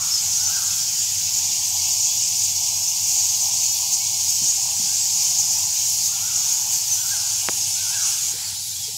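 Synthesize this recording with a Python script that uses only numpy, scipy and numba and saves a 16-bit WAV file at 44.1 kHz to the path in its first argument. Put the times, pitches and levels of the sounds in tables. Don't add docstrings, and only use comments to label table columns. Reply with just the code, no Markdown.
import sys
import numpy as np
from scipy import signal
from scipy.fft import rfft, irfft, next_fast_len
from scipy.io import wavfile
from scipy.ndimage import uniform_filter1d
from numba import njit

SR = 44100
rng = np.random.default_rng(int(sys.argv[2]) if len(sys.argv) > 2 else 0)


def persist_wave(psi):
    counts = np.round(np.clip(psi, -1, 1) * 32767).astype(np.int16)
    wavfile.write(sys.argv[1], SR, np.atleast_2d(counts).T)


def how_loud(loudness_db):
    steps = np.asarray(loudness_db, float) / 20
    return 10 ** steps


N = 395577

T = np.arange(N) / SR
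SIZE = next_fast_len(N)
HZ = np.maximum(np.fft.rfftfreq(SIZE, 1 / SR), 1)
TURN_S = 7.15
MOVE_S, LEAVE_S = 8.323, 8.55
FLANK_SHARE = 0.52


def level(x, db):
    return x * how_loud(db) / np.sqrt(np.mean(x ** 2))


def colour(x, points):
    hz, db = np.transpose(points)
    gain = how_loud(np.interp(np.log(HZ), np.log(hz), db))
    return irfft(rfft(x, SIZE) * gain, SIZE)[:N]


def band(x, lo_hz, hi_hz):
    def edge(hz):
        return np.sin(np.pi / 4 * (1 + np.clip(5 * np.log2(HZ / hz), -1, 1))) ** 2

    return irfft(rfft(x, SIZE) * edge(lo_hz) * (1 - edge(hi_hz)), SIZE)[:N]


def walk(rate):
    k = int(SR / rate)
    held = np.repeat(rng.standard_normal(N // 400 + 2)[:N // k + 1], k)
    w = uniform_filter1d(uniform_filter1d(held, k), k)[:N]
    return w / w.std()


def swell(s, length):
    return np.exp(-(2 * (T - s) / length) ** 2)


def echo(x, t60, damp_hz, rise=0.075):
    hop, t = SR // 4, T[:int(.7 * SR)]
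    out = np.zeros(len(x) + 2 * SR)
    fade = np.sin(np.pi * np.arange(2 * hop) / (2 * hop))
    padded = np.pad(x, (hop, 2 * hop))
    for i in range(0, len(x) + hop, hop):
        envelope = np.exp(-np.log(1000) * t / t60) * (1 - np.exp(-t / rise))
        tail = rng.standard_normal(len(t)) * envelope
        tail = signal.lfilter([1], [1, -np.exp(-2 * np.pi * damp_hz / SR)], tail)
        tail = tail / np.sqrt(np.sum(tail ** 2))
        rung = signal.fftconvolve(padded[i:i + 2 * hop] * fade, tail)
        out[i:i + len(rung)] += rung
    return out[hop:hop + len(x)]


# f/Hz, level/dB rms
MOTOR_LINES = [(57.9, -66), (71.5, -85), (90.2, -68), (94.2, -56.5), (108.7, -59), (115.7, -67),
               (126.5, -75), (144, -71), (162.8, -59), (172.3, -74), (188.4, -88)]


def motors():
    drift = np.cumsum(1 + 0.00429 * walk(0.649)) / SR
    out = 0
    for hz, db in MOTOR_LINES:
        cycles = hz * drift + .1 * walk(6)
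        out = out + np.sqrt(2) * how_loud(db + 2.2 * walk(7)) * np.sin(2 * np.pi * cycles)
    return out


# f/Hz, level/dB per Hz
MURMUR_COLOUR = [(18, -49), (30, -19), (44, -16), (64, -15.5), (97, 4.5), (129, -4.5), (216, -8),
                 (253, -25.5), (424, -29), (489, -28.5), (616, -12.5), (804, 0.5), (978, -4.5), (1320, -14),
                 (2100, -12.5), (2730, -31), (4620, -120)]
# centre t/s, level/dB, length t/s
AIR_HUSHES = [
    (.3, 2, 0.79),
    (2.5, -2, 0.99),
    (3.9, -3, 0.86),
    (5.9, -1.5, 0.26),
    (7.7, -1, .4),
]


def murmur(db):
    air = colour(rng.standard_normal(N), MURMUR_COLOUR)
    air = air / np.std(band(air, 580, 1100))
    boom = how_loud(db + walk(14)) * band(air, 560, 1150)
    around_db = np.select([T < MOVE_S, T < LEAVE_S], [-47.5, -43.5], -48.5) + walk(3.076)
    hush_db = sum(d * swell(s, length) for s, d, length in AIR_HUSHES)
    around = band(air, 223.5, 531) + how_loud(hush_db) * band(air, 1210, 2230)
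    rumble = how_loud(-46.5) * band(air, 20, 206.5)
    return boom + how_loud(around_db) * around + rumble


# t/s from its top note, f/Hz, level/dB
WHISTLE_PHRASE = [
    (-.19, 1420, 11),
    (-.135, 1540, 12),
    (-.11, 1490, 10),
    (-.085, 1332, 13),
    (-.04, 1520, 13),
    (0, 1652, 20),
    (.025, 1487, 19),
    (.075, 1220, 14.5),
    (.115, 1026, 8),
]
# top note t/s, pitch factor, level/dB, stretch of the climb, opening f/Hz, falling end level/dB
WHISTLE_CALLS = [
    (-.07, 0.92, -57.5, 0.9, 1393, 1),
    (.545, 0.98, -55.5, .95, 1370, -3),
    (6.285, .93, -59.5, 1.16, 1050, -5),
    (7.125, 1., -56, 0.883, 1440, -9),
    (7.95, 1.025, -56.5, 1.02, 1390, 0.5),
]


def bird(early=0.5):
    s, hz, db = np.transpose(WHISTLE_PHRASE)
    t = np.arange(-int(early * SR), N) / SR
    song = 0
    for top, factor, call_db, slow, first_hz, end_db in WHISTLE_CALLS:
        times = np.where(s < 0, slow * s, s)
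        pitch = uniform_filter1d(np.interp(t - top, times, np.r_[first_hz, hz[1:]]), size=600)
        phase = 2 * np.pi * np.cumsum(factor * pitch) / SR
        note_db = db + call_db + end_db * np.clip(s / .075, 0, 1.5)
        loudness = how_loud(np.interp(t - top, times, note_db, -150, -150))
        song = song + uniform_filter1d(loudness, size=500) * np.sin(phase)
    slap = how_loud(-10 + 3.0 * walk(35)) * np.roll(song, int(.04 * SR))[-N:]
    trees = echo(song, 1.2, 6000, rise=.006)[-N:]
    return how_loud(2.4 * walk(45) - 4.5) * song[-N:] + how_loud(-2) * slap + how_loud(-5) * trees


def knock(s, db, hz, width, decay):
    out, t = np.zeros(N), T[:SR // 2]
    edges = [max(hz - width / 2, 40), hz + width / 2]
    sos = signal.butter(2, edges, "bandpass", fs=SR, output="sos")
    noise = level(signal.sosfilt(sos, rng.standard_normal(len(t))), db)
    burst = noise * np.exp(-t / decay) * (1 - np.exp(-t / 0.0071))
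    i = int(s * SR)
    out[i:i + len(t)] = burst[:N - i]
    return out


def snap(s, db, from_hz, to_hz, rise):
    t = np.clip(T - s, 0, 40 * rise)
    fall = .7 * rise
    phase = 2 * np.pi * (to_hz * t + (from_hz - to_hz) * fall * (1 - np.exp(-t / fall)))
    return how_loud(db) * t / rise * np.exp(1 - t / rise) * np.sin(phase)


# t/s, peak level/dB, centre f/Hz, width f/Hz, decay t/s
SOFT_KNOCKS = [(1.491, -52, 245, 187, 0.039), (2.781, -56, 247, 144, 0.03), (4.42, -43.5, 230, 177, 0.042),
               (4.551, -73, 315, 302, 0.12), (4.80, -46, 213, 179, 0.081), (4.901, -77, 400, 302, 0.058),
               (6.622, -65, 460, 250, 0.1), (6.9, -89, 348, 300, 0.098), (7.487, -34, 346, 303, 0.0092),
               (7.519, -49, 265, 190, 0.062), (8.12, -61, 392, 350, 0.26), (8.335, -39, 433, 196, 0.017),
               (8.45, -65, 348, 250, 0.11), (8.65, -72, 400, 310, 0.11), (8.876, -42, 428, 150, 0.018),
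               (8.94, -53, 330, 202, .04)]
# t/s, peak level/dB, first f/Hz, last f/Hz, rise t/s
FINGER_THUMPS = [
    (4.418, -34, 300, 190, .003),
    (4.7956, -34.5, 298, 190, 0.0044),
]
# t/s, peak level/dB, first f/Hz, last f/Hz, rise t/s
SHARP_SNAP = (7.48712, -3.5, 5500, 800, .00015)
# t/s, peak level/dB, first f/Hz, last f/Hz, rise t/s
GROUND_RETURN = (7.4935, -17, 1630, 250, .0006)


def impacts():
    knocks = sum(knock(*k) for k in SOFT_KNOCKS)
    crack = band(snap(*GROUND_RETURN) - snap(*SHARP_SNAP), 90, 21000)
    thumps = sum(snap(*k) for k in FINGER_THUMPS)
    return knocks + crack - thumps


# t/s, level/dB re usual
COLONY_ACTIVITY = [(0, -0.5), (.12, -1), (1.3, -1), (2.0, 0), (2.8, -0.5), (3.4, 0.8), (4.0, -1),
                   (5.0, 1.1), (5.8, 0), (6.2, -1.5), (6.8, -0.9), (7.3, -2), (8.0, -2), (8.97, -2.5)]
# centre t/s, throat level/dB, length t/s, overtone level/dB
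COLONY_SQUABBLES = [(0.603, 1.5, 0.19, 1), (0.726, 0.5, .08, 0), (0.977, 1.5, .15, 0), (1.355, 2, 0.063, 2),
                    (1.533, 2, 0.14, 0), (2.047, 2.5, 0.12, -1), (2.245, 1, .07, -2),
                    (2.425, 2.5, 0.075, 0), (3.125, 2, 0.093, 2), (3.463, 0, 0.092, 1.5),
                    (3.646, 2.5, 0.11, .5), (3.76, -0.5, 0.11, 2.5), (3.941, 7.5, 0.032, .8),
                    (4.065, 3, 0.048, 0), (4.282, 2.5, 0.11, 3), (4.476, 4, 0.095, 0),
                    (5.21, 1.5, 0.09, 2.5), (5.398, 5, 0.036, 3), (5.542, 1.5, 0.082, 2.5),
                    (5.91, 2.5, 0.24, 3), (6.067, 3.5, 0.051, 3), (6.361, 3.5, 0.076, -1),
                    (6.52, 3.5, .1, 1.8), (6.744, 3.5, 0.079, 3), (6.949, 2, 0.11, 3.5), (7.07, 0, 0.11, 3),
                    (7.889, 2, 0.057, 1.5), (8.09, 2.5, 0.13, 1), (8.653, .3, .08, 3), (8.86, 3, 0.072, 0)]
# centre t/s, level/dB, length t/s
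WING_LULLS = [
    (1.052, -2.5, 0.29),
    (8.7, -4.5, 0.3),
]
LAWN_CHANGE_DB = (-4.5, -2.5, -2, -2)


def levels():
    busy = np.interp(T, *np.transpose(COLONY_ACTIVITY))
    flare = sum(db * swell(s, length) for s, db, length, _ in COLONY_SQUABBLES)
    shrill = sum(db * swell(s, length) for s, _, length, db in COLONY_SQUABBLES)
    lull = sum(db * swell(s, length) for s, db, length in WING_LULLS)
    aside = 1.5 * np.clip((T - TURN_S) / 0.66, 0, 1)
    throat = -21.5 + busy + FLANK_SHARE * flare
    low = -38 + 0.12 * (busy + flare) + aside
    high = -35 + 0.11 * busy + shrill
    wings = -47.5 + 0.64 * busy + 1.13 * walk(12) + lull
    moved = np.outer(LAWN_CHANGE_DB, T > MOVE_S) + np.outer((-0.8, -2, -1.2, -2.5), T > LEAVE_S)
    duck = -3 * swell(SHARP_SNAP[0], 0.024)
    return flare, np.array([throat, low, high, wings]) + moved + duck


def pulse_chance():
    return np.clip(rng.standard_normal(N), -1.6, 1.6)


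@njit
def trills(start, length, rate, hz, width, size, chance, jitter):
    out = np.zeros(len(chance))
    for c in range(len(start)):
        pole = np.exp((2j * np.pi * hz[c] - np.pi * width[c]) / SR)
        z, p, n, i0 = 0j, 0., int(length[c] * SR), int(start[c] * SR)
        for i in range(max(i0, 0), min(i0 + n + 100, len(out) - 1)):
            p += rate[c] / SR
            if p >= 1 and i < i0 + n:
                p = jitter * chance[i]
                z += size[c] * np.sin(np.pi * (i - i0) / n) * np.exp(.35 * chance[i + 1])
            z *= pole
            out[i] += z.imag
    return out


@njit
def glides(start, length, hz0, hz1, size, wobble):
    out = np.zeros(len(wobble))
    for c in range(len(start)):
        p, n, i0 = 0., int(length[c] * SR), int(start[c] * SR)
        for i in range(max(i0, 0), min(i0 + n, len(out))):
            u = (i - i0) / n
            p += 2 * np.pi * (hz0[c] + (hz1[c] - hz0[c]) * u) * (1 + wobble[i]) / SR
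            out[i] += size[c] * np.sqrt(np.sin(np.pi * u)) * np.sin(p)
    return out


def crowd(count=4500):
    when, length, rate, hz, width, size = rng.random((count, 6)).T
    size = how_loud(np.minimum(-3.0 * np.log(size), 2.5))
    harsh = trills(when * N / SR, 0.026 + 0.057 * length, 150 + 500 * rate ** 2, 1200 + 16500 * hz,
                   700 + 900 * width, size, pulse_chance(), .15)
    when, length, hz, slide, size = rng.random((count, 5)).T
    hz = 1500 + 15500 * hz
    last_hz = hz * (1 + 0.198 * (slide - .55))
    size = how_loud(np.minimum(-3.0 * np.log(size), 7))
    thin = glides(when * N / SR, 0.01197 + 0.02985 * length, hz, last_hz, size, 0.0041 * walk(90))
    calls = level(harsh, -5.5) + level(thin, -9.5)
    blur = level(rng.standard_normal(N), -3)
    return calls + how_loud(-4) * echo(calls, .6, 15000) + blur


# f/Hz, level/dB per Hz
RIM_SPECTRUM = [(1120, -63.5), (1900, -27), (2280, -27), (2800, -23), (3850, -22.5), (4740, -13),
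                (6850, -4.5), (7050, -8), (9900, -24.5), (11200, -23), (15500, -24.5)]
# f/Hz, level/dB per Hz
LAWN_SPECTRUM = [(1900, -15), (2600, -14), (3500, -8), (4400, -4.5), (6000, -3), (7200, -1.5), (8800, -11),
                 (11000, -13.5), (13000, -17.5), (15600, -18)]


def colony(throat_db, flare_db, low_db, high_db):
    voices, out = crowd(), 0
    bands = ((2100, 4300, low_db, MOVE_S), (4300, 9900, throat_db, MOVE_S), (9900, 16500, high_db, TURN_S))
    for lo, hi, db, change_s in bands:
        rim = level(band(colour(voices, RIM_SPECTRUM), lo, hi), 0)
        lawn = level(band(colour(voices, LAWN_SPECTRUM), lo, hi), 0)
        out = out + how_loud(db + 0.21 * walk(25)) * np.where(T < change_s, rim, lawn)
    core = (how_loud((1 - FLANK_SHARE) * flare_db) - 1) * band(out, 5700, 7500)
    sheen_db = 2.5 * np.clip((T - 6.7) / .3, 0, 1) * (T < MOVE_S)
    sheen = (how_loud(sheen_db) - 1) * band(out, 7900, 9700)
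    return out + core + sheen


# t/s, length t/s, first f/Hz, last f/Hz, level/dB rms
CLEAR_SQUEAKS = [(0.106, .04, 5620, 5480, -28), (0.107, 0.022, 5150, 5250, -24),
                 (0.136, 0.035, 5200, 5260, -23), (.165, 0.032, 5300, 4800, -24),
                 (0.356, .02, 5670, 5740, -24.5), (0.395, 0.048, 5520, 5450, -29),
                 (.55, .025, 5000, 5000, -31), (2.875, .022, 6300, 6120, -23.5),
                 (2.9, .022, 6350, 6150, -24), (2.035, 0.037, 6070, 6300, -26),
                 (3.421, .025, 6000, 6100, -20.5), (4.27, .04, 7900, 8200, -33),
                 (4.3, 0.076, 8200, 7800, -31), (4.937, 0.1, 7170, 7840, -27), (6.9, 0.07, 6200, 5900, -25),
                 (7.09, 0.038, 8700, 8500, -38), (5.135, .035, 6900, 6850, -23),
                 (3.925, .04, 6400, 5600, -25), (4.49, .03, 6600, 6500, -24), (7.69, .05, 5540, 5500, -33),
                 (8.033, .049, 5000, 5700, -41), (8.015, .04, 7200, 7900, -31),
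                 (8.05, .02, 7950, 7700, -33), (8.015, .04, 6000, 6600, -27),
                 (8.055, .035, 6750, 6400, -27), (8.401, 0.11, 4660, 4300, -38),
                 (8.755, .025, 3260, 3460, -39), (8.791, .03, 3430, 3400, -40),
                 (8.83, .03, 3350, 3200, -38)]
# t/s, length t/s, first f/Hz, level/dB rms
LOW_CRIES = [
    (0.69, .04, 3300, -49),
    (1.70, 0.19, 3050, -48),
    (1.84, 0.096, 2650, -47),
    (2.06, 0.12, 3270, -41),
    (2.2, .14, 2380, -48),
    (2.17, 0.08, 2800, -43),
    (4.00, 0.061, 2200, -45),
    (8.06, 0.086, 3200, -46),
    (4.87, 0.088, 1500, -54),
]
# t/s, length t/s, first f/Hz, level/dB rms
HIGH_PEEPS = [(1.66, 0.044, 11700, -41), (2.416, .044, 15100, -39), (3.724, 0.055, 11800, -40),
              (5.57, 0.047, 13400, -39), (6.41, 0.078, 14700, -45), (6.45, .05, 9800, -44),
              (6.753, 0.04, 12200, -38), (6.76, 0.035, 13300, -36), (7.075, .035, 13500, -40),
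              (3.05, .035, 12800, -41), (3.765, .03, 10600, -38), (5.21, .04, 12700, -39)]


def squeaks():
    cries = [(s, n, hz, hz + 2210 * n, db) for s, n, hz, db in LOW_CRIES]
    peeps = [(s, n, hz, hz - 5000 * n, db) for s, n, hz, db in HIGH_PEEPS]
    return np.transpose(CLEAR_SQUEAKS + cries + peeps)


# t/s, peak level/dB, throat f/Hz, length t/s, pulse f/Hz
NEAR_TRILLS = [(0.4858, -7, 6920, 0.068, 240), (1.453, -7, 6580, 0.07, 280), (1.87, -6, 6550, 0.06, 330),
               (2.0872, -13, 6870, 0.052, 380), (2.42, -8, 6200, 0.067, 270),
               (3.1994, -5, 6900, 0.066, 240), (3.423, -5, 6000, 0.086, 240), (3.707, -5, 6250, 0.11, 290),
               (3.907, -7, 6150, 0.055, 280), (4.24, -17, 6350, 0.06, 270), (4.474, -5, 6900, 0.051, 200),
               (5.373, -21, 6640, 0.06, 200), (5.5104, -18, 6350, 0.055, 230),
               (5.924, -12, 7000, 0.067, 210), (6.0696, -14, 6740, 0.065, 240), (6.72, -9, 7300, 0.06, 240),
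               (2.66, -10, 6500, .06, 260), (5.83, -10, 7800, .06, 260), (6.56, -10, 7900, .06, 240)]


def near_bats():
    s, db, hz, length, rate = np.transpose(NEAR_TRILLS)
    chance = pulse_chance()
    harsh = 0
    for k, gain_db in ((1, -9.5), (1.85, -15)):
        width = 0 * hz + 1500 * k
        harsh = harsh + trills(s - .01, length, rate, k * hz, width, how_loud(db + gain_db), chance, .2)
    s, length, hz0, hz1, db = squeaks()
    thin = how_loud(2.2 * walk(70)) * glides(s, length, hz0, hz1, 1.4 * how_loud(db), .005 * walk(70))
    calls = band(harsh, 2360, 16000) + thin
    return calls + how_loud(-11) * echo(calls, .22, 12000)


def scene():
    flare_db, (throat_db, low_db, high_db, wings_db) = levels()
    background = motors() + murmur(wings_db) + bird() + impacts()
    mono = background + colony(throat_db, flare_db, low_db, high_db) + near_bats()
    return np.array([mono, mono])


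# f/Hz, level/dB re usual
GATE_LIMIT = [(230, -9), (310, 3), (520, -1), (640, -9), (1050, -10), (1230, 1.5), (1500, -2.5), (1900, -2),
              (2200, -9), (2600, -25)]


def gate(x):
    hz, _, z = signal.stft(x, SR, nperseg=2048)
    power = uniform_filter1d(np.abs(z) ** 2, size=3, axis=0)
    power = uniform_filter1d(power, size=3, axis=1).clip(1e-20)
    patches = uniform_filter1d(rng.standard_normal(z.shape), size=4, axis=0)
    patches = uniform_filter1d(patches, size=2, axis=1)
    usual = np.median(power, axis=1, keepdims=True)
    limit_db = np.interp(hz, *np.transpose(GATE_LIMIT), -150, -150)[:, None] + 10 * patches
    limit = how_loud(limit_db) ** 2 * usual
    keep = (hz < 15730)[:, None] / (1 + (limit / power) ** 4)
    return signal.istft(z * keep, SR, nperseg=2048)[1][:N]


# t/s, lower f/Hz, upper f/Hz
SIDE_PATCHES = [(.265, 14450, 15700), (.405, 4130, 5250), (.474, 5500, 7580), (.474, 9650, 11000),
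                (.776, 6900, 9000), (.776, 13100, 15100), (.822, 5100, 6450), (.822, 10350, 12400),
                (1.403, 6900, 9000), (1.728, 11700, 13800), (2.75, 4130, 5250), (2.75, 8270, 9650),
                (2.75, 11000, 13100), (2.842, 5100, 6450), (3.237, 7500, 9000), (3.702, 4570, 6450),
                (3.725, 4570, 6450), (4.143, 4130, 5770), (4.329, 8270, 10350), (4.329, 5100, 6450),
                (4.329, 11000, 12400), (4.399, 7500, 9650), (4.933, 4130, 5250), (4.933, 14450, 15700),
                (5.675, 11000, 12400), (5.675, 13100, 14450), (6.418, 4570, 7050), (6.418, 10350, 12400),
                (6.605, 8270, 11700), (6.605, 14450, 15700), (7.022, 6200, 7580), (7.068, 6900, 8350),
                (7.068, 4130, 5250), (7.255, 11700, 13100), (7.626, 13800, 15150), (7.742, 5500, 8350),
                (7.766, 8900, 10350), (8.044, 9650, 11700), (8.438, 12400, 14450), (8.438, 10350, 11700),
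                (8.578, 5500, 6950), (8.578, 13800, 15700), (8.717, 5500, 7580), (8.717, 10350, 11700)]


def split(mono):
    frame, grid = 1024, 430
    n = np.arange(2 * frame) + .5
    window = np.sin(np.pi * n / (2 * frame))
    side, other = np.zeros(N), np.roll(mono, SR // 10)
    for s, lo, hi in SIDE_PATCHES:
        i = grid + frame * (round((s * SR - grid) / frame) - 1)
        bins = np.arange(int(lo * 2 * frame / SR), int(hi * 2 * frame / SR)) + .5
        waves = window[:, None] * np.cos(np.pi / frame * np.outer(n + frame / 2, bins))
        side[i:i + 2 * frame] += waves @ (other[i:i + 2 * frame] @ waves) * 2 / frame
    return how_loud(-4) * side


def low_pass(x):
    return signal.sosfilt(signal.butter(12, 17010, fs=SR, output="sos"), x)


def record(dry):
    mono = gate(dry[0])
    side = split(mono)
    return low_pass(mono + np.array([side, -side]))


dry = scene()
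out = record(dry)
persist_wave(out)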